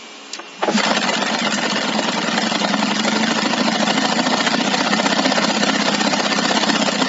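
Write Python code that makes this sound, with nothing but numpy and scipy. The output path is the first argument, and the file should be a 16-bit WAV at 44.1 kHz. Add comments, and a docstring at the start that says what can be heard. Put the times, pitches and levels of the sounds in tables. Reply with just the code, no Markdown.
"""Far machines hum and whine across a workshop; a latch clicks beside a two-stroke petrol rock drill on concrete.
The engine catches with hollow pops, stumbles and knocks, then gathers speed to about sixteen firings a second.
Each turn gives an exhaust bark (a repeated pressure wave and a noise jet) and booms in silencer and air box.
Free hammer piston and casing clatter as showers of small impacts through steel modes; floor and walls reflect."""
import sys
import numpy as np
from scipy import signal
from scipy.fft import rfft, irfft
from scipy.io import wavfile
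from scipy.ndimage import uniform_filter1d

SR = 44100
rng = np.random.default_rng(int(sys.argv[2]) if len(sys.argv) > 2 else 0)


def store_pcm(level_fs):
    """Save levels as 16-bit WAV."""
    pcm = np.round(np.clip(level_fs, -1, 1) * 32767).astype(np.int16)
    wavfile.write(sys.argv[1], SR, np.atleast_2d(pcm).T)


N = 312228
TIME = np.arange(N) / SR   # s
CUTOFF_HZ = 7550           # top of the heard band
FULL_SPEED = 16            # turns per s

# The cold engine's first firings. Each row: time in seconds, relative bark level in dB.
FIRST_STUMBLES = [(0.802, -19), (0.912, -12), (0.975, -20), (1.095, -24.5), (1.226, -15), (1.349, -15),
                  (1.473, -15.5), (1.586, -28), (1.661, -19)]
# Crank speed once it runs on. Each row: time in seconds, speed in turns per second.
CRANK_SPEED = [(1.78, 8.87), (2.17, 10.9), (2.26, 9.58), (2.47, 11.71), (2.64, 10.62), (3.33, 13.48),
               (4.03, 13.56), (4.95, 15.88), (5.2, 15.03), (5.3, 16.09), (6.46, 15.75), (6.55, 16.64),
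               (6.98, 15.09)]
# Force of the combustion. Each row: time in seconds, relative bark level in dB.
COMBUSTION_EFFORT = [(1.95, -18), (2.25, -20), (2.6, -11.5), (3.1, -19), (3.45, -15.5), (3.95, -15),
                     (4.4, -14.5), (4.85, -15), (5.3, -12.5), (5.65, -17), (7.0, -15)]
# Single firings, some stronger, weaker or left as usual. Each row: time in seconds, change in dB
# against the usual bark.
SINGLE_FIRINGS = [(1.78, -4), (1.99, 3.5), (2.09, 1.5), (2.38, -0.5), (2.47, -7), (2.56, -1.5), (2.92, 0),
                  (3.0, -16.5), (3.39, 1.5), (3.69, 1.5), (3.76, -6), (4.05, 1.5), (4.34, 2.5), (4.54, 2),
                  (4.61, -5), (4.87, -3.5), (4.94, 2.5), (5.0, 0), (5.19, 0), (5.26, 0), (5.38, 0),
                  (5.45, 3), (5.7, 4.5), (5.88, 3), (5.95, -1.5), (6.01, -11), (6.7, 4), (6.95, -29),
                  (7.02, 5)]


def firings():
    """Times and bark levels of all firings: the first stumbles, then one for each full turn of the crank."""
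    running = np.arange(CRANK_SPEED[0][0], N / SR, 1 / SR)
    turned = np.cumsum(along(CRANK_SPEED, running)) / SR
    fired = np.interp(np.arange(turned[-1]), turned, running)
    bark_db = along(COMBUSTION_EFFORT, fired)
    for s, change_db in SINGLE_FIRINGS:
        bark_db[np.argmin(abs(fired - s))] += change_db
    return np.hstack([np.transpose(FIRST_STUMBLES), [fired, bark_db]])


# Colour of the exhaust bark. Each row: frequency in Hz, relative spectral level in dB per Hz.
BARK_COLOUR = [(100, -62.5), (260, 9.5), (400, -8.5), (560, 4.5), (760, 2), (850, -1), (940, 1), (1040, 1),
               (1160, -9.5), (1400, 0.5), (1620, -11), (1820, -1), (2300, -13), (4200, -9.5), (7400, -43)]
PULSE_DB, BLOWBY_DB = -3.5, -5.5   # pressure wave and early leak against the bark


def exhaust(fired, bark_db, length_s=0.0079, jet_db=-4.0):
    """Each firing sends the same pressure wave, smeared by the baffles, and a fresh turbulent jet."""
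    lag = np.arange(-SR // 20, SR // 20) / SR
    shape = np.exp(-(lag / length_s) ** 2)
    wave = rng.standard_normal(len(lag))
    for _ in range(10):   # the baffles spread the wave in time but leave its spectrum flat
        phase = np.angle(rfft(wave * shape))
        wave = irfft(np.exp(1j * phase), len(lag)) * np.linalg.norm(shape)
    opened = crank(fired, turns=0, jitter_s=.0006)
    pulses = np.zeros(N)
    for s, db in zip(opened, bark_db):
        add(pulses, s + lag[0], from_db(db + PULSE_DB) * wave)
    jet = swells(opened, bark_db + jet_db, rise_s=.0025, fall_s=.005)

    # gas already leaks out as the port starts to open, the more so at speed
    blowby_db = BLOWBY_DB + by_speed(fired, full_db=0, doubling_db=3, scatter_db=.5)
    leaking = crank(fired, turns=-0.046, jitter_s=0.0018)
    blowby = swells(leaking, bark_db + blowby_db, rise_s=0.022, fall_s=0.0032)

    turbulence = rng.standard_normal(N)
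    turbulence = flicker(turbulence, depth_db=11.0, patch_hz=50, patch_s=0.0094, above_hz=2200)
    turbulence = evened(turbulence, 450, 2000)
    return colour(pulses + np.hypot(jet, blowby) * turbulence, BARK_COLOUR)


# Gas pulses in the silencer within one turn. Each row: turns after the firing, relative level in dB at
# full speed, change in dB per doubling of speed, direction (push 1 or suction -1).
SILENCER_PUFFS = [(.015, -22.5, -0.5, 1), (.184, -27.5, -4, 1), (0.9, -31, -7.5, 1)]
# Gulps of the intake at the air box. Each row: the same four columns in the same units.
INTAKE_GULPS = [(0.513, -20, 1, -1), (0.688, -32.5, -14, -1)]
# Colour of the silencer cavity. Each row: frequency in Hz, relative spectral level in dB per Hz.
SILENCER_COLOUR = [(40, -71), (95, -30), (130, -18), (170, -4.5), (190, 0), (210, 5.5), (243, 2.5),
                   (275, -2.5), (305, 0.5), (350, -9), (600, -23.5), (2000, -47.5)]
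# Colour of the air box cavity. Each row: frequency in Hz, relative spectral level in dB per Hz.
AIR_BOX_COLOUR = [(40, -66.5), (95, -39.5), (135, -21), (172, -10.5), (196, -2), (214, 3.5), (238, -3.5),
                  (268, -11.5), (330, -13.5), (600, -46.5), (2000, -76.5)]
# Strength of the boom in both cavities. Each row: time in seconds, level change in dB.
BOOM_STRENGTH = [(1.2, -3), (2.5, -0.4), (3.3, 0.5), (4.3, 1), (5.3, -0.6), (7.0, 0.1)]


def booming(fired, puffs, cavity, puff_db=27.5, gas_db=-32):
    """Puffs set a cavity's air booming, alike from turn to turn, with a little rushing gas behind each."""
    pushes, gas = np.zeros(N), np.zeros(N)
    for turns, db, doubling_db, direction in puffs:
        times = crank(fired, turns, jitter_s=.0004)
        levels_db = by_speed(fired, db + puff_db, doubling_db, scatter_db=0.44)
        levels_db += along(BOOM_STRENGTH, fired)
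        for s, level_db in zip(times, levels_db):
            add(pushes, s, np.sign(direction) * from_db([level_db]))
        gas += swells(times, levels_db + gas_db, rise_s=.006, fall_s=.007)
    return colour(pushes + gas * rng.standard_normal(N), cavity)


# Piston, chuck and gear contacts within one turn. Each row: turns after the firing, relative level in dB at
# full speed, change in dB per doubling of speed, rise in seconds, fall in seconds, lowest frequency in Hz.
CONTACTS = [(0.04, -17.5, 11, 0.0025, 0.0085, 400), (.33, -26, -9.5, .003, .011, 1500),
            (0.45, -22.5, -6.5, 0.0018, .011, 1190), (0.6, -21, -2, 0.0025, .012, 553),
            (.75, -28.5, 10, .002, 0.0079, 452), (.85, -22, 18, 0.0033, 0.013, 454),
            (.94, -20, 2, .0018, 0.009, 622)]
# Hard knocks of steel and the sharp cracks that open some barks. Each row: time in seconds,
# relative level in dB, fall in seconds.
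KNOCKS_AND_CRACKS = [(0.779, -8.5, 0.015), (0.803, -6.5, 0.0028), (0.835, -8.5, 0.02), (0.87, -12, 0.027),
                     (0.931, -11, 0.0041), (0.968, -9, 0.016), (1.016, -17.5, .004), (1.041, -6.5, 0.0032),
                     (1.073, -12, 0.005), (1.09, -5.5, 0.0086), (1.13, -12, 0.024), (1.227, -16, 0.0015),
                     (1.261, -12, 0.0088), (1.324, -16, 0.0081), (1.448, -7.5, 0.011), (1.633, -11, 0.01),
                     (1.719, -12, 0.006), (1.758, -6.5, 0.013), (1.809, -9, 0.0042), (2.045, -13, 0.0054),
                     (2.09, -11.5, 0.0055), (2.379, -3.5, 0.0033), (2.412, -16, 0.01), (2.518, -10, 0.0025),
                     (2.553, -6, 0.0028), (2.795, -11, 0.0073), (2.997, -3.5, 0.0018), (3.049, -9, 0.0064),
                     (3.081, -5.5, 0.005), (3.131, -10, 0.0032), (3.163, -11, 0.018), (3.31, -17.5, .005),
                     (3.388, -19, 0.0038), (3.459, -13, 0.0029), (3.683, -12, 0.0036),
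                     (3.979, -8.5, 0.0036), (4.122, -12.5, 0.005), (4.408, -7.5, 0.0023),
                     (4.466, -5, 0.0073), (5.068, -8, 0.0021), (5.189, -10.5, 0.0068), (5.444, -13.5, .005),
                     (6.015, -15, 0.0028)]
# Colour of the struck steel. Each row: frequency in Hz, relative spectral level in dB per Hz.
STEEL_COLOUR = [(60, -52.5), (180, -13.5), (500, 6), (760, 4.5), (1150, 1), (1400, 2), (1620, -0.5),
                (1800, -7), (2080, -8), (2300, -2), (2600, -2.5), (2900, 0.5), (3750, -4), (4300, -3),
                (5000, -4), (6000, -10), (7400, -7.5)]
# Modes of the steel casing. Each row: frequency in Hz, width in Hz, relative level in dB.
CASING_MODES = [(749, 56, -17), (908, 41, -19.5), (1407, 170, -24), (1789, 110, -11), (2007, 98, -15.5),
                (2870, 95, -25), (3410, 77, -27), (4180, 170, -27.5)]


def hammer(fired, knock_db=-7.0, knock_cut_hz=600):
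    """Piston, gears and chuck strike in showers of impacts; these, knocks and cracks ring in the casing."""
    shower = evened(steel_noise() * rattle(), 500, 5500)
    churn_db = by_speed(fired, full_db=-26.0, doubling_db=-5.0, scatter_db=0.5)
    impacts = swells(fired, churn_db, rise_s=.04, fall_s=.045) * shower
    for turns, db, doubling_db, rise_s, fall_s, low_hz in CONTACTS:
        times = crank(fired, turns, jitter_s=0.00048)
        levels_db = by_speed(fired, db, doubling_db, scatter_db=1.73)
        own_shower = low_cut(np.roll(shower, rng.integers(N)), low_hz)
        impacts += swells(times, levels_db, rise_s, fall_s) * own_shower
    impacts *= free_flight(fired)

    sharp = np.zeros(N)   # envelope of the knocks and cracks
    for s, db, fall_s in KNOCKS_AND_CRACKS:
        sharp += swells([s], [db + knock_db], rise_s=0.0013, fall_s=fall_s)
    impacts = brightened(impacts + sharp * low_cut(steel_noise(), knock_cut_hz))

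    clatter = colour(impacts, STEEL_COLOUR)
    for hz, width_hz, db in CASING_MODES:
        clatter += from_db(db) * resonance(impacts, hz, width_hz)
    return clatter


# Single impacts within a shower: rate, fall, spread of level, share of power that is diffuse
RATTLE_PER_S, RATTLE_FALL_S, RATTLE_SPREAD_DB, RATTLE_BLUR = 260, .002, 2.5, .5


def rattle():
    """Envelope of many small impacts, each striking at once and dying within milliseconds; rms 1."""
    spread = np.clip(rng.standard_normal(N), -2, 2)
    struck = (rng.random(N) < RATTLE_PER_S / SR) * from_db(RATTLE_SPREAD_DB * spread) ** 2
    power = signal.lfilter([1], [1, -np.exp(-2 / (RATTLE_FALL_S * SR))], struck + 1e-18)
    return np.sqrt(RATTLE_BLUR + (1 - RATTLE_BLUR) * power / power.mean())


def steel_noise():
    """No two blows excite the same modes equally: single partials stand out for a moment; rms 1."""
    noise = rng.standard_normal(N)
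    return rms_one(flicker(noise, depth_db=16.0, patch_hz=32.3, patch_s=0.0059, above_hz=1050))


def free_flight(fired, after_s=0.019, length_s=0.0085, depth_db=-3.5):
    """Gain that sinks shortly after each firing, while the piston flies freely and nothing touches."""
    lag, flying = np.arange(-SR // 20, SR // 20) / SR, np.zeros(N)
    for s in fired + after_s:
        add(flying, s + lag[0], np.exp(-(lag / length_s) ** 4))
    return from_db(depth_db * flying)


def brightened(x, doubling_db=4, above_hz=3600, even_turns_per_s=13):
    """The faster the crank, the harder the contacts and the more treble they carry."""
    highpass = signal.butter(2, above_hz, "high", fs=SR, output="sos")
    treble = signal.sosfiltfilt(highpass, x)
    doublings = np.log2(along(CRANK_SPEED, TIME) / even_turns_per_s)
    return x + (from_db(doubling_db * doublings) - 1) * treble


# Hollow pops as the engine catches. 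Each row: time in seconds, level in dB over the pipe modes,
# lowest frequency in Hz.
CATCHING_POPS = [(.631, 6.5, 700), (.675, 3.5, 197), (.692, -2.5, 201)]
# Modes of the exhaust pipe. Each row: frequency in Hz, width in Hz, relative level in dB.
PIPE_MODES = [(214, 16, -20), (329, 19, -14.5), (391, 30, -11.5), (615, 35, -15), (720, 35, -16),
              (825, 35, -18), (1550, 30, -27)]


def pops():
    """The first weak firings are hollow pops that ring in the exhaust pipe."""
    out = np.zeros(N)
    for s, db, low_hz in CATCHING_POPS:
        out += from_db(db) * low_cut(ringing(s, PIPE_MODES, rise_s=0.0035), low_hz)
    return out


# Clicks and rushes of gas while starting. Each row: time in seconds, level in dB, rise in seconds,
# fall in seconds, lowest frequency in Hz, highest frequency in Hz.
STARTING_BURSTS = [(0.335, -17.5, 0.001, 0.004, 3500, 8100), (.352, -31, 0.015, 0.015, 1465, 4900),
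                   (0.392, -22.5, 0.002, 0.0073, 503, 1410), (0.631, -14.5, 0.0069, 0.012, 510, 1124),
                   (0.634, -21.5, 0.01, 0.016, 1310, 3300), (0.682, -16.5, 0.0046, 0.023, 397, 930),
                   (.692, -24, 0.0038, .012, 1050, 1950), (0.759, -17.5, 0.058, 0.021, 178, 244),
                   (0.783, -19, 0.055, 0.011, 595, 6260), (1.541, -19, 0.001, 0.017, 5200, 8430)]


def starting():
    """Clicks, muffled thuds and rushes of gas while starting: bursts of noise, each in its own band."""
    out = np.zeros(N)
    for s, db, rise_s, fall_s, low_hz, high_hz in STARTING_BURSTS:
        band = signal.butter(2, [low_hz, high_hz], "band", fs=SR, output="sos")
        noise = rng.standard_normal(N)
        burst = signal.sosfilt(band, (swells([s], [db], rise_s, fall_s) + 1e-12) * noise)
        out += burst * np.sqrt(SR / 2 / (high_hz - low_hz))   # a narrow band is as strong as a wide one
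    return low_cut(out, 160)


# Modes of the control lever. Each row: frequency in Hz, width in Hz, level in dB.
LEVER_MODES = [(345, 12, -31), (572, 20, -30)]


def lever():
    """A control lever hits its stop, which leaves two low modes ringing."""
    return ringing(.389, LEVER_MODES, rise_s=.002)


ROOM_DB, ROOM_T60_S = -10.5, .35   # reflections against the drill; time to fall by 60 dB


def room(x, first_echo_s=.008, sway_hz=1.7):
    """Dense reflections off floor and walls; their pattern shifts as the drill rocks about."""
    lag, out = TIME[:SR // 2], np.zeros(N)
    sway = 2 * np.pi * sway_hz * TIME
    for weight in (np.cos(sway), np.sin(sway)):
        tail = rng.standard_normal(len(lag)) * from_db(-60 * lag / ROOM_T60_S) * (lag > first_echo_s)
        out += signal.fftconvolve(x * weight, tail / np.linalg.norm(tail))[:N]
    return out


# Steady hum of the far machines. 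Each row: frequency in Hz, rms level in dB.
FAR_HUM = [(279.9, -53), (419.9, -52), (1082, -54), (2425, -51), (2622, -59.5), (2840, -50.5),
           (3058, -62.5)]
# Whine of a far motor. Each row: time in seconds, frequency in Hz, rms level in dB.
MOTOR_WHINE = [(0, 2322, -48), (.14, 2320, -48), (.17, 2330, -66), (.24, 2728, -66), (.3, 2728, -52),
               (.45, 2726, -47), (.6, 2722, -47), (.9, 2722, -54)]
# Colour of the far wash of noise. Each row: frequency in Hz, relative spectral level in dB per Hz.
WASH_COLOUR = [(60, -39), (130, -28), (210, 0.5), (400, -3.5), (580, -4), (850, -3.5), (1300, -6.5),
               (1700, -7.5), (2350, -8), (2900, -3.5), (3400, -7.5), (4300, -8.5), (6000, -12), (7400, -12)]
WASH_DB = -37.5


def workshop(waver_hz=.7):
    """Far machines: a wash of noise, a hum and a motor's slightly wavering whine."""
    s, hz, db = np.transpose(MOTOR_WHINE)
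    waver = np.sqrt(2 * np.pi * waver_hz / SR) * rng.standard_normal(N)   # random walk of the phase
    phase = np.cumsum(2 * np.pi * np.interp(TIME, s, hz) / SR + waver)
    whine = from_db(np.interp(TIME, s, db)) * np.sin(phase)
    hum = sum(from_db(level_db) * np.sin(2 * np.pi * hum_hz * TIME) for hum_hz, level_db in FAR_HUM)
    wash = flicker(rng.standard_normal(N), depth_db=4, patch_hz=40, patch_s=0.011, above_hz=3800)
    return from_db(WASH_DB) * colour(wash, WASH_COLOUR) + np.sqrt(2) * (whine + hum)


def crank(fired, turns, jitter_s):
    """The moments at which the crank stands so many turns after each firing, with some jitter."""
    return fired + turns * periods(fired) + jitter_s * rng.standard_normal(len(fired))


def periods(fired):
    """Length of the turn that follows each firing; the last repeats the one before."""
    return np.append(np.diff(fired), fired[-1] - fired[-2])


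def by_speed(fired, full_db, doubling_db, scatter_db):
    """A level for each turn: it follows the crank speed, with some scatter."""
    halvings = np.log2(periods(fired) * FULL_SPEED)
    return full_db - doubling_db * halvings + scatter_db * rng.standard_normal(len(fired))


def along(curve, s):
    """Value of a curve at the times s."""
    return np.interp(s, *np.transpose(curve))


def from_db(db):
    """Amplitude factor of a level in dB."""
    return 10 ** (np.asarray(db) / 20)


def rms_one(x):
    """Scales a signal to rms 1."""
    return x / np.sqrt(np.mean(x ** 2) + 1e-20)


def add(out, s, piece):
    """Mixes a piece into out from time s on."""
    start = int(round(s * SR))
    low, high = max(start, 0), min(start + len(piece), N)
    if high > low:
        out[low:high] += piece[low - start:high - start]


def swells(times, levels_db, rise_s, fall_s):
    """Envelope of bursts that swell to each time and die away; they add in power."""
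    lag, power = np.arange(-SR // 4, SR // 4) / SR, np.zeros(N)
    shape = np.exp(-2 * np.maximum(-lag / rise_s, lag / fall_s))
    for s, db in zip(times, levels_db):
        add(power, s + lag[0], from_db(db) ** 2 * shape)
    return np.sqrt(power)


def colour(x, spectrum, size=8192):
    """Causal (minimum-phase) filter; white noise keeps its power, counted below the cutoff."""
    hz, db = np.transpose(spectrum)
    bins = np.maximum(np.arange(size // 2 + 1) * SR / size, 1)
    gain = from_db(np.interp(np.log(bins), np.log(hz), db))
    gain = gain / np.sqrt(np.mean(gain ** 2 * (bins < CUTOFF_HZ)))
    cepstrum = irfft(np.log(gain))[:size // 2]
    cepstrum[1:] *= 2   # folded onto positive time: minimum phase
    return signal.fftconvolve(x, irfft(np.exp(rfft(cepstrum, size))))[:N]


def resonance(x, hz, width_hz):
    """One mode driven by a signal; white noise keeps its power."""
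    r = np.exp(-np.pi * width_hz / SR)
    feed = np.sqrt((1 - r * r) / 2) * np.array([1, 0, -1])
    return signal.lfilter(feed, [1, -2 * r * np.cos(2 * np.pi * hz / SR), r * r], x + 1e-18)


def ringing(s, modes, rise_s):
    """Modes that swell from time s and die away, each from a random phase."""
    lag, rings = np.maximum(TIME - s, 0), np.zeros(N)
    for hz, width_hz, db in modes:
        decay = np.exp(-np.pi * width_hz * lag)
        rings += from_db(db) * decay * np.sin(2 * np.pi * (hz * lag + rng.random()))
    return rings * (1 - np.exp(-(lag / rise_s) ** 2))


def low_cut(x, hz):
    """Takes away what lies below a pitch."""
    return signal.sosfilt(signal.butter(2, hz, "high", fs=SR, output="sos"), x)


def evened(x, low_hz, high_hz, window_s=.011):
    """Holds the strength of a noise steady within a band, so that only its fine grain varies."""
    heard = signal.sosfilt(signal.butter(2, [low_hz, high_hz], "band", fs=SR, output="sos"), x)
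    power = uniform_filter1d(rms_one(heard) ** 2, int(window_s * SR))
    return x / np.sqrt(np.maximum(power, 1e-3))


def flicker(x, depth_db, patch_hz, patch_s, above_hz=300, size=1024):
    """Colour keeps changing, mostly above a pitch: neighbouring frequencies swell and fade together."""
    hz, s, frames = signal.stft(x, SR, nperseg=size, noverlap=size * 3 // 4)
    chance = rng.standard_normal(frames.shape)
    for axis, spread in enumerate([patch_hz / hz[1], patch_s / s[1]]):
        bell = np.exp(-.5 * (np.arange(-16, 17) / spread) ** 2)
        chance = signal.fftconvolve(chance, np.expand_dims(bell, 1 - axis), mode="same")
    reach = (hz ** 2 / (hz ** 2 + above_hz ** 2))[:, None]
    gain = from_db(depth_db * reach * np.minimum(rms_one(chance), 1))
    gain /= np.sqrt(np.mean(gain ** 2, axis=1, keepdims=True))   # every frequency keeps its mean power
    return signal.istft(frames * gain, SR, nperseg=size, noverlap=size * 3 // 4)[1][:N]


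def spectral_expander(x, threshold_db=-4.6, slope=2.6, deepest_db=15, above_hz=800, memory_s=.07, size=1024):
    """Whatever sinks below the recent level of its neighbourhood sinks further, so the sound turns hollow."""
    hz, s, frames = signal.stft(x, SR, nperseg=size, noverlap=size * 3 // 4)
    power = uniform_filter1d(uniform_filter1d(abs(frames) ** 2, size=3, axis=0), size=5, axis=1)
    keep = np.exp(-s[1] / memory_s)
    usual = signal.lfilter([1 - keep], [1, -keep], uniform_filter1d(power, size=17, axis=0))
    under_db = threshold_db - 10 * np.log10((abs(power) + 1e-18) / (abs(usual) + 1e-18))
    reach = (hz ** 2 / (hz ** 2 + above_hz ** 2))[:, None]
    cut_db = np.clip(slope * under_db, 0, deepest_db) * reach
    return signal.istft(frames * from_db(-cut_db), SR, nperseg=size, noverlap=size * 3 // 4)[1][:N]


def scene():
    """One train of firings drives exhaust, silencer, air box and hammer; the workshop answers and hums behind."""
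    fired, bark_db = firings()
    start_up = low_cut(starting() + pops() + lever(), 140)
    clatter = exhaust(fired, bark_db) + hammer(fired) + start_up
    boom = booming(fired, SILENCER_PUFFS, SILENCER_COLOUR) + booming(fired, INTAKE_GULPS, AIR_BOX_COLOUR)
    drill = clatter + boom + from_db(ROOM_DB) * room(clatter + .5 * boom)
    # whole groups of partials swell or stay quiet for a moment
    drill = flicker(drill, depth_db=2.5, patch_hz=101, patch_s=0.0087, above_hz=1260)
    return (drill + workshop())[None]


def record(dry, top=0.8):
    """Weak patches of the spectrum sink further, peaks are rounded and the treble is cut steeply."""
    rounded = top * np.tanh(spectral_expander(dry[0]) / top)
    lowpass = signal.firwin(1001, CUTOFF_HZ, fs=SR, window=("kaiser", 7))
    return signal.fftconvolve(rounded, lowpass, mode="same")[None]


dry = scene()
out = record(dry)
store_pcm(out)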